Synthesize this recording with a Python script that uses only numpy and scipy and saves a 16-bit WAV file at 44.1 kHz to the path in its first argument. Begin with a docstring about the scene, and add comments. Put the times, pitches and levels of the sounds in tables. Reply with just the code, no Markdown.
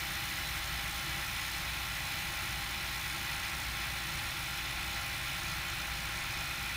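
"""A TIG welding arc burns steadily in a workshop, heard in mono at one fixed microphone.
Arc and shielding gas hiss, coloured by reflections between torch, plate and microphone;
the treble swings as the torch weaves and dulls as it travels along the seam.
Behind it the welding machine adds fan rumble, motor hum, thin whines from its power electronics,
and a whistle that swoops once in every mains cycle, heard as a fine buzz."""
import sys
import numpy as np
from scipy import signal
from scipy.fft import rfft, irfft
from scipy.io import wavfile

SR = 44100
rng = np.random.default_rng(int(sys.argv[2]) if len(sys.argv) > 2 else 0)


def persist_wave(psi):
    """Save psi, clipped to +-1, as 16-bit WAV."""
    counts = np.round(np.clip(psi, -1, 1) * 32767).astype(np.int16)
    wavfile.write(sys.argv[1], SR, np.atleast_2d(counts).T)


N = 298116
TIME_S, BINS_HZ = np.arange(N) / SR, np.fft.rfftfreq(N, 1 / SR)
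TRAVEL_S = TIME_S - TIME_S.mean()  # zero as the torch passes the middle of the seam
WEAVE_S = 1.025  # one side-to-side weave of the torch


def gain_of(db):
    """Decibels to an amplitude factor."""
    return 10 ** (np.asarray(db) / 20)


def unit_rms(x):
    """Scales to rms 1."""
    return x / np.sqrt(np.mean(x ** 2) + 1e-20)


def level_at(spectrum, hz):
    """Reads (pitch_hz, level_db) points on a log-frequency axis."""
    pitch_hz, level_db = np.transpose(spectrum)
    return np.interp(np.log(hz + 1), np.log(pitch_hz + 1), level_db)


def filtered(x, db):
    """Filters by a gain in dB for each bin."""
    return irfft(rfft(x) * gain_of(db), N)


def noise(db):
    """Noise of rms 1 with the given spectral shape."""
    return unit_rms(filtered(rng.standard_normal(N), db))


def drift(rate_hz):
    """A random wander of rms 1 that rolls off above rate_hz."""
    lowpass = np.exp(-(BINS_HZ / rate_hz) ** 2) * (BINS_HZ > 0)
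    return unit_rms(irfft(rfft(rng.standard_normal(N)) * lowpass, N))


def bell(x, centre, width):
    """A smooth bump of height 1."""
    return np.exp(-(2 * (x - centre) / width) ** 2)


def swing(period_s, peak_s):
    """A regular rise and fall between -1 and 1."""
    return np.cos(2 * np.pi * (TIME_S - peak_s) / period_s)


def tone(pitch_hz, level_db, wander_hz, rate_hz=14, flutter_db=2.03):
    """A sine that wavers in pitch and strength."""
    turns = np.cumsum(pitch_hz + wander_hz * drift(rate_hz)) / SR + rng.random()
    return np.sqrt(2) * gain_of(level_db + flutter_db * drift(rate_hz)) * np.sin(2 * np.pi * turns)


def workshop_reverb(x, t60_s=.3):
    """The short diffuse tail that the workshop returns to the microphone."""
    t = TIME_S[:SR // 2]
    tail = rng.standard_normal(len(t)) * gain_of(-60 * t / t60_s)
    return signal.fftconvolve(x, tail / np.linalg.norm(tail))[:N]


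# Air stirred by the cooling fans: pitch_hz, relative_db
FAN_AIR = [(8, -31), (22, -14), (36, 0.5), (48, -12.5), (85, 1), (110, -1), (135, -0.5), (178, -3),
           (205, -11.5), (255, -16), (290, -13.5), (335, -7.5), (400, -17), (520, -34.5)]
# Hum of motors and fan blades: pitch_hz, level_db, wander_hz
FAN_TONES = [(66.2, -58, .1), (132.6, -60.5, .1), (268, -73, .4), (350, -69, 3), (464, -64, .6),
             (535.5, -68, .6), (803.3, -56.2, 1), (853.5, -61.2, 1.4), (928, -66, 1.5), (1071.5, -58, 1.5),
             (1339.5, -60.5, 1.2), (1362, -63, 4), (1392, -62, 2)]

def fans(air_db=-47.5, motor_hz=57.7, motor_db=-50):
    """In the background, fans rumble and hum over a deep motor that throbs about once a second."""
    throb_db = 2.5 * swing(period_s=1.03, peak_s=.7)
    motor = tone(motor_hz, motor_db + throb_db, wander_hz=.085, flutter_db=2.0)
    air = gain_of(air_db) * noise(level_at(FAN_AIR, BINS_HZ))
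    return air + motor + sum(tone(*row) for row in FAN_TONES)


# Thin whines of the power electronics: pitch_hz, level_db, wander_hz
WHINE_TONES = [(2997, -64, 3), (3971, -57, 2), (4195, -64, 10), (5037, -62, 6), (6635, -65, 6),
               (7942, -62, 5), (9086, -69, 8), (9398, -76, 1), (9838, -75, 3), (13190, -69, 7),
               (13995, -67.5, 2), (14210, -68.5, 3), (15305, -72, 3)]
# Brief dips in the lead whine: middle_s, length_s, depth_db
WHINE_DIPS = [(3.48, .16, 13), (4.13, .24, 14), (4.58, .1, 8), (5.45, .22, 7), (6.3, .3, 14)]

def whines(lead_hz=12138, lead_start_db=-54.5, lead_fade_db_per_s=1.3, fade_db_per_s=.2):
    """The machine's power electronics whine and slowly weaken; one high lead fades faster and falters."""
    dips_db = sum(depth_db * bell(TIME_S, middle_s, length_s)
                  for middle_s, length_s, depth_db in WHINE_DIPS)
    lead_db = lead_start_db - lead_fade_db_per_s * TIME_S - dips_db
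    lead = tone(lead_hz, lead_db, wander_hz=5, rate_hz=5, flutter_db=.6)
    fade_db = fade_db_per_s * TRAVEL_S
    return lead + sum(tone(hz, db - fade_db, wander, flutter_db=2.5) for hz, db, wander in WHINE_TONES)


# Peaks and hollows on the way to the microphone: pitch_hz, width_hz, gain_db
REFLECTIONS = [(1381, 113, 3.7), (1530, 70, -1.5), (1981, 90, 4.5), (2090, 60, -1.8), (2480, 90, 2.8),
               (2640, 90, 2.3), (2982, 144, 4.0), (3320, 90, -1.8), (3490, 347, 3.4), (3820, 140, -1.6),
               (4196, 54, 3.8), (4852, 341, -7.5), (5063, 172, 3.5), (5517, 200, -5.4), (5940, 93, -2.8),
               (6306, 158, -7.6), (6607, 280, 3.7), (7018, 272, -7.5), (7519, 237, 3.7), (8170, 330, -7),
               (8411, 197, 5.8), (9023, 384, 8.1), (9505, 361, -4.9), (9879, 712, 8.2), (10547, 144, -2.9),
               (10870, 631, 8.0), (12340, 200, -3), (12670, 220, 3), (13107, 504, 3.5), (14413, 351, -1.4),
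               (15014, 459, 9.0)]

def reflections_db():
    """Reflections between torch, plate and microphone lift some pitches and hollow out others."""
    return sum(db * bell(BINS_HZ, hz, width_hz) for hz, width_hz, db in REFLECTIONS)


def torch_brightness_db(weave_db=.75, dulling_db_per_s=.5):
    """At the microphone the treble swings with each weave of the torch and dulls along the seam."""
    return weave_db * swing(WEAVE_S, peak_s=.22) - dulling_db_per_s * TRAVEL_S


# The whistle's dive and climb: cycle_fraction, pitch_hz
WHISTLE_PATH = [(0, 8200), (.12, 7600), (.17, 5700), (.22, 5250), (.3, 5650), (.35, 6300), (.4, 7300),
                (.46, 8500), (.55, 7700)]
# The whistle's strength at each pitch, before reflections: pitch_hz, level_db
WHISTLE_LEVELS = [(5400, -47.8), (6500, -49.8), (8000, -52.8), (11000, -58.5), (13800, -54.5), (16000, -62)]
# Sizzle that comes with the whistle: pitch_hz, relative_db
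SIZZLE_SPECTRUM = [(3500, -30), (4800, -2), (6500, -2), (8000, -7), (10500, -9), (12300, -13), (13800, -3),
                   (15700, -11)]

def mains_buzz(mains_hz=59.49, on_fraction=.55, ramp_fraction=.06, sizzle_db=-54):
    """For about half of each mains cycle a rough whistle swoops, with its octave and a sizzle."""
    cycle = TIME_S * mains_hz % 1
    pitch_hz = np.interp(cycle, *np.transpose(WHISTLE_PATH))
    pitch_hz += 230 * drift(rate_hz=1210)  # trembles within a dive
    pitch_hz += 200 * drift(rate_hz=50)  # varies from dive to dive
    turns = np.cumsum(pitch_hz) / SR
    whistle = sum(gain_of(level_at(WHISTLE_LEVELS, k * pitch_hz)) * np.sin(2 * np.pi * k * turns)
                  for k in (1, 2))
    sizzle = gain_of(sizzle_db) * noise(level_at(SIZZLE_SPECTRUM, BINS_HZ))
    gate = np.clip(np.minimum(cycle, on_fraction - cycle) / ramp_fraction, 0, 1)
    strength_db = 1.2 * drift(rate_hz=45) + .35 * torch_brightness_db()
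    bursts = (np.sqrt(2) * whistle + sizzle) * gate * gain_of(strength_db)
    return filtered(bursts, reflections_db())


# Ringing bands in the hiss: pitch_hz, width_hz, change_db_per_s
HISS_RINGS = [(1375, 170, 0.25), (1980, 190, -0.06), (2500, 210, 0.47)]

def seam_ringing(hiss, waver_db=.6):
    """Each ring in the hiss wavers a little and grows or fades as the torch travels."""
    out = hiss.copy()
    for hz, width_hz, change_db_per_s in HISS_RINGS:
        ring = irfft(rfft(hiss) * bell(BINS_HZ, hz, width_hz), N)
        change_db = change_db_per_s * TRAVEL_S + waver_db * drift(rate_hz=2)
        out += ring * (gain_of(change_db) - 1)
    return out


# Hiss of arc and shielding gas at the torch: pitch_hz, relative_db
ARC_SPECTRUM = [(450, -13.5), (580, -9.5), (750, -7), (1100, -7), (1450, -2.5), (2400, 1), (2800, -5),
                (4000, -5.5), (5500, -10.5), (7200, -18.5), (10000, -20), (12300, -27), (13800, -13),
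                (15650, -25.5)]

def arc(level_db=-38.5, band_flicker_db=.57, flicker_db=.26, beaming_hz=9000):
    """In the foreground, gas hiss flickers with the arc; its treble follows the torch angle."""
    hiss = noise(level_at(ARC_SPECTRUM, BINS_HZ) + reflections_db())
    spectrum = rfft(seam_ringing(hiss))
    octave = np.log2(np.clip(BINS_HZ, 500, 16000) / 500)
    out = np.zeros(N)
    for k in range(11):  # overlapping bands, half an octave apart, each flickering on its own
        band = irfft(spectrum * np.maximum(1 - abs(2 * octave - k), 0), N)
        centre_hz = 500 * 2 ** (k / 2)
        beaming = centre_hz ** 2 / (centre_hz ** 2 + beaming_hz ** 2)
        out += band * gain_of(band_flicker_db * drift(rate_hz=15) + beaming * torch_brightness_db())
    pulse_db = .11 * swing(WEAVE_S / 3, peak_s=.09)  # three faint pulses in each weave
    return out * gain_of(level_db + pulse_db + flicker_db * drift(rate_hz=74))


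def scene(room_db=-15):
    """Arc in front, machine behind, alike in both channels; only the buzz has a room tail."""
    buzz = mains_buzz()
    mix = arc() + buzz + gain_of(room_db) * workshop_reverb(buzz) + fans() + whines()
    return np.array([mix, mix])


# Three narrow equaliser notches cut from the whole sound: pitch_hz, width_hz
EQ_NOTCHES = [(450, 150), (7865, 260), (11752, 700)]
CUTOFF_HZ = 15715

def record(dry):
    """An equaliser cuts three narrow notches, then a low-pass shuts off the highest treble."""
    notches = [abs(BINS_HZ - hz) / np.hypot(BINS_HZ - hz, width_hz / 2) for hz, width_hz in EQ_NOTCHES]
    notched = irfft(rfft(dry) * np.prod(notches, axis=0), N)
    lowpass = signal.firwin(1023, CUTOFF_HZ, window=("kaiser", 9), fs=SR)
    return signal.oaconvolve(notched, lowpass[None], "same")


dry = scene()
out = record(dry)
persist_wave(out)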